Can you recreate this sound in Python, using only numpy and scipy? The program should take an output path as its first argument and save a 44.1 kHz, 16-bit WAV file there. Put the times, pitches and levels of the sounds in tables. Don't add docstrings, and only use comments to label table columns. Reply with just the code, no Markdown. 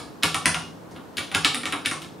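import sys
import numpy as np
from scipy import signal
from scipy.fft import rfft, irfft
from scipy.io import wavfile

SR = 44100
rng = np.random.default_rng(int(sys.argv[2]) if len(sys.argv) > 2 else 0)


def waveform_to_disk(signal):
    frames = np.transpose(np.atleast_2d(signal))
    scaled = np.clip(frames, -1, 1) * 32767
    samples = np.round(scaled).astype(np.int16)
    wavfile.write(sys.argv[1], SR, samples)


N = 97020
LEAD = SR // 5


def undb(db):
    return 10 ** (np.asarray(db, float) / 20)


def read(table, hz):
    points = np.array(table, float)
    return np.interp(np.log(np.maximum(hz, 1)), np.log(points[:, 0]), points[:, 1])


# nominal pitch_hz [Hz], relative level_db [dB], t60_s [s]
DESK_MODES = [(60.3, -8.5, 0.071), (84, 0.5, 0.063), (104.6, -6.5, .12), (160.6, -2.7, 0.3)]
CASE_MODES = [(250.4, -2.6, 0.14), (308.5, -4.5, 0.12), (398, -9, 0.12), (523, -7, 0.053)]
PLATE_MODES = [(751, 0.5, 0.029), (958, -6, 0.069), (1119, 5.2, 0.03), (1371, 6.6, 0.032)]
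CAP_MODES = [(1560, -3.3, 0.011), (1725, 0.26, 0.046), (2203, 1, 0.045)]
SWITCH_MODES = [(3580, 0.1, 0.021), (3980, 0.1, 0.028)]
CRACK_MODES = [(4610, 8.3, 0.0013), (5700, -2.5, 0.0028), (6840, -3.5, 0.0034), (8460, -7.5, 0.0039)]
PING_MODES = [(9344, 0.1, 0.0057), (10040, -4.5, 0.003)]
SNAP_MODES = [(11180, 0.1, 0.006), (12670, -1, 0.006), (13930, -0.84, 0.0062), (14600, -2, .005)]
PART_MODES = (DESK_MODES, CASE_MODES, PLATE_MODES, CAP_MODES,
              SWITCH_MODES, CRACK_MODES, PING_MODES, SNAP_MODES)
PART_TRIM_DB = (3.5, -4.5, -2.5, -3, -12.5, 1, 2, 12)
PART_LAG_S = (0.0025, 0.0019, 0.001462, 0.00061, .0005, 0.00026, .0005, .0002)
PART_RISE_S = (0.002, 0.0012, 0.00066, 0.0015, 0.0008, 0.00019, 0.00015, 0.000053)
CLACK_T60_S, CLACK_RISE_S = .0024, .0005
OVERTONE_RATIO, OVERTONE_DB = 1.283, -1


def key_strike(pitch_hz, part_levels_db, detune):
    partials = [(pitch_hz / OVERTONE_RATIO, OVERTONE_DB, CLACK_T60_S),
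                (pitch_hz, 0, CLACK_T60_S),
                (pitch_hz * OVERTONE_RATIO, OVERTONE_DB, CLACK_T60_S)]
    clack = ring(partials, detune, CLACK_RISE_S)
    strike = clack.copy()
    parts = zip(PART_MODES, part_levels_db, PART_TRIM_DB, PART_LAG_S, PART_RISE_S)
    for modes, level_db, trim_db, lag_s, rise_s in parts:
        part_detune = detune * (modes is not PING_MODES)
        part = ring(modes, part_detune, rise_s)
        strike = strike + undb(level_db + trim_db) * late(part, lag_s)
    return clack, strike


# start_s [s], clack_peak_db [dB], clack_hz [Hz, nominal],
# desk_db, case_db, plate_db, cap_db, switch_db, crack_db, ping_db, snap_db [dB re clack, before part trim],
# pan_db [dB, left minus right], room_send_db [dB]
KEY_HITS = [(0.2329, -2, 2910, -28, -19, -13, -12, -41, -8, -14.5, -28.5, -2.5, -3.2),
            (0.3439, -9.5, 2790, -30.5, -19.5, -6.5, -11, -9.5, -6.5, -11.5, -30.5, 0.5, -3.4),
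            (0.4563, -2, 2440, -26, -19, -15.5, -12, -6, -7, -7.5, -29, 1.5, -3.7),
            (0.544, -10, 2790, -35, -36, -9, -15, -27, -10, -18, -34, 2, -2.8),
            (0.9103, -48.5, 3660, 1.5, 11.5, -12, -4.5, -19, 3.5, -9, -18, -1, 2.2),
            (0.9527, -44.5, 3500, -10, 0.5, -2, -1, -13, -25, -19, -30, -6, 1.5),
            (0.9621, -33, 2930, -35, -27, -5, -27, -27, -19, -21.5, -33, 5, 0.7),
            (1.1691, -17.5, 3390, -30, -20, -25, -12, -23, -10, -11, -25, 3.5, 1.1),
            (1.1814, -10.5, 2670, -34, -15, -14.5, -14.5, -15, -11, -21, -33, 1, -3.5),
            (1.3147, -20.5, 2570, -28, -41, -8.5, -17, -10, -11.5, -15, -35, 1, -0.5),
            (1.3476, -4, 2790, -25.5, -18, -12, -12.5, -34, -8, -13, -32.5, 0.5, -4.4),
            (1.4464, 0.5, 3055, -36.5, -21.5, -17.5, -13, -23, -12, -21.5, -37, 2, -2.06),
            (1.5448, -11, 2480, -31, -13.5, -15, -33, -8, -9, -9.5, -31, 1, -2.5),
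            (1.6322, -22, 3050, -32, -4, -4.5, -0.5, -6, -8, -13, -33, -2, -6),
            (1.6549, -11.5, 2700, -30, -13, -12.5, -13, -6, -8.5, -19, -33, 0.5, -2.5),
            (1.7233, -14.5, 2670, -53, -15, -10, -9, -7.5, -8.5, -10.5, -31, 3, -4.3),
            (1.727, -13.5, 2360, -33, -12.5, -8, -17, -5, -31, -28, -41, -3, -0.9),
            (1.8585, -5.5, 2830, -31.5, -21, -25, -11, -29, -13, -13, -33, 1.5, -4.1),
            (1.9119, -15.5, 2324, -26.5, -10.5, -6, -10, -15, -5, -9, -35, 0.0, -4.1),
            (2.0183, -27, 3070, -35, -26, -15.5, -12, -26, -7.5, -14.5, -26, 4, -1.5),
            (2.0456, -31.5, 3300, -17, -10, -15, -14, -10, -20, -18, -31, -4, -2.5)]
EARLIER_HIT = (-16.5, 3192, -20.5, -9, -4, -5.5, -12, -4, -8.5, -25, .1, -1.7)
EARLIER_S = -.07
DETUNE = 0.041
CONTACT_S = .0007
UPWARD_SHARE = 0.27


def key_hits():
    track = np.zeros((2, N + LEAD))
    hits = list(KEY_HITS) + [(EARLIER_S,) + tuple(EARLIER_HIT)]
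    detunes = DETUNE * rng.standard_normal((len(hits), 5))
    for hit, detune in zip(hits, detunes):
        start_s, peak_db, pitch_hz, *part_levels_db, pan_db, send_db = hit
        clack, strike = key_strike(pitch_hz, part_levels_db, detune)
        beamed = UPWARD_SHARE * undb(peak_db) * clack
        spread = undb(peak_db) * strike - beamed
        add(track, heard(spread, pan_db, send_db), start_s + CONTACT_S)
        add(track, panned(beamed, pan_db), start_s + CONTACT_S)
    return track[:, LEAD:]


# start_s [s], length_s [s], level_db [dB rms before fade-in]
STEM_SLIDES = [(.2248, .009, -29), (.451, .006, -36), (1.168, .003, -38), (1.341, .007, -28),
               (1.439, .008, -36), (1.848, .011, -31)]
SLIDE_HZ, SLIDE_WIDTH_HZ = 2600, 2730
SLIDE_RISE_S, SLIDE_SEND_DB = 0.0016, -1


def stem_slides():
    track = np.zeros((2, N + LEAD))
    edges_hz = [SLIDE_HZ - SLIDE_WIDTH_HZ / 2, SLIDE_HZ + SLIDE_WIDTH_HZ / 2]
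    band = signal.butter(1, edges_hz, "band", fs=SR)
    noises = rng.standard_normal((len(STEM_SLIDES), SR // 20))
    for (start_s, length_s, level_db), noise in zip(STEM_SLIDES, noises):
        scrape = signal.lfilter(*band, signal.lfilter(*band, noise))
        scrape = scrape[:int(length_s * SR)]
        fade_in = np.minimum(np.arange(len(scrape)) / SR / SLIDE_RISE_S, 1)
        scrape = undb(level_db) * scrape / scrape.std() * fade_in
        add(track, heard(scrape, 0, SLIDE_SEND_DB), start_s)
    return track[:, LEAD:]


# start_s [s], pitch_hz [Hz], peak_db [dB], t60_s [s]
RINGING_SPRINGS = [(.546, 2850, -43, .3)]
SPRING_RISE_S = .0005


def ringing_springs():
    track = np.zeros((2, N + LEAD))
    for start_s, pitch_hz, peak_db, t60_s in RINGING_SPRINGS:
        tone = ring([(pitch_hz, 0, t60_s)], [0], SPRING_RISE_S)
        add(track, heard(undb(peak_db) * tone, 0, 0), start_s)
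    return track[:, LEAD:]


def ring(modes, detune, rise_s):
    t = np.arange(LEAD) / SR
    tone = np.zeros(LEAD)
    for k, ((pitch_hz, level_db, t60_s), shift) in enumerate(zip(modes, detune)):
        decay = np.exp(-np.log(1000) * t / t60_s)
        tone += (-1) ** k * undb(level_db) * np.sin(2 * np.pi * pitch_hz * (1 + shift) * t) * decay
    tone *= 1 - np.exp(-(t / rise_s) ** 2)
    return tone / np.abs(tone).max()


def late(sound, delay_s):
    return np.concatenate([np.zeros(int(delay_s * SR)), sound])[:len(sound)]


def add(track, sound, start_s):
    i = int(start_s * SR) + LEAD
    n = min(sound.shape[-1], track.shape[-1] - i)
    track[..., i:i + n] += sound[..., :n]


def panned(sound, pan_db):
    return sound * undb([[pan_db / 2], [-pan_db / 2]])


def heard(sound, pan_db, send_db):
    out = signal.fftconvolve(room(), undb(send_db) * sound[None], axes=1)
    out[:, :len(sound)] += panned(sound, pan_db)
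    return out


# delay_s [s], level_db [dB]
ECHOES = [(.0031, -1.5), (.0092, -5.5), (0.0102, -7), (0.0208, -8)]
# hz [Hz], t60_s [s]
TAIL_T60 = [(100, 0.7), (300, 0.58), (800, 0.34), (2000, .32), (5000, 0.49), (9500, 0.28), (14000, 0.39)]
# hz [Hz], level_db [dB]
TAIL_COLOUR = [(100, -3.5), (300, -3), (800, 8), (2000, -2), (5000, 1.5), (9500, 4), (14000, -11)]
# hz [Hz], level_db [dB]
TAIL_SIDE = [(100, -15), (500, -8.5), (2000, -8.5), (8000, -10), (14000, -2)]
TAIL_DB, TAIL_RISE_S, ECHO_TOP_HZ = 6, .004, 11200


def room():
    n = 16384
    t, hz = np.arange(n) / SR, np.fft.rfftfreq(n, 1 / SR)
    centre_hz = 62 * 2 ** np.arange(0, 8.5, .5)[:, None, None]
    noise = rfft(rng.standard_normal((2, n))) * undb([0 * hz, read(TAIL_SIDE, hz)])
    octaves_off = np.clip(np.log2(hz / centre_hz + 1e-9), -.5, .5)
    bands = irfft(noise * np.cos(np.pi * octaves_off) ** 2, n)
    t60_s = read(TAIL_T60, centre_hz)
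    decay = undb(read(TAIL_COLOUR, centre_hz) - 60 * t / t60_s)
    decay_norm = np.sqrt(t60_s * SR / np.log(1e6))
    tail = np.sum(bands * decay / decay_norm, axis=0)
    mid, side = tail * (1 - np.exp(-(t / TAIL_RISE_S) ** 2)) * undb(TAIL_DB)
    echoes = np.zeros(n)
    for delay_s, level_db in ECHOES:
        echoes[int(delay_s * SR)] = undb(level_db)
    mid = mid + signal.lfilter(*signal.butter(2, ECHO_TOP_HZ, fs=SR), echoes)
    return np.array([mid + side, mid - side])


# [dB per Hz, relative]
HUM_SPECTRUM = [(18, -62), (30, -34), (103, -8.5), (326, -3), (362, -8.5), (392, -5.5), (612, -10.5),
                (861, -13), (1150, -15.5), (1890, -24), (2210, -28), (15800, -41.5)]
# hz [Hz], level_db [dB]
HUM_SIDE = [(60, -4), (300, -5), (1000, -2), (8000, -3)]
# [dB re the spectrum, added to it]
HUM_MODE = (176.5, 8.5, -1.3)
HUM_MID_RMS_DB = -44


def hum():
    hz = np.fft.rfftfreq(N, 1 / SR)
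    noise = rfft(rng.standard_normal((2, N))) * undb(read(HUM_SPECTRUM, hz))
    mode_hz, half_width_hz, lift_db = HUM_MODE
    noise *= 1 + undb(lift_db) / (1 + ((hz - mode_hz) / half_width_hz) ** 2)
    mid = irfft(noise[0], N)
    side = irfft(noise[1] * undb(read(HUM_SIDE, hz)), N)
    return np.array([mid + side, mid - side]) * undb(HUM_MID_RMS_DB) / mid.std()


def scene():
    return key_hits() + stem_slides() + ringing_springs() + hum()


MIC_LOW_HZ, TOP_HZ = 29.6, 15700


def record(dry):
    mic = signal.lfilter(*signal.butter(1, MIC_LOW_HZ, "high", fs=SR), dry)
    return signal.sosfilt(signal.ellip(10, .2, 70, TOP_HZ, fs=SR, output="sos"), mic)


dry = scene()
out = record(dry)
waveform_to_disk(out)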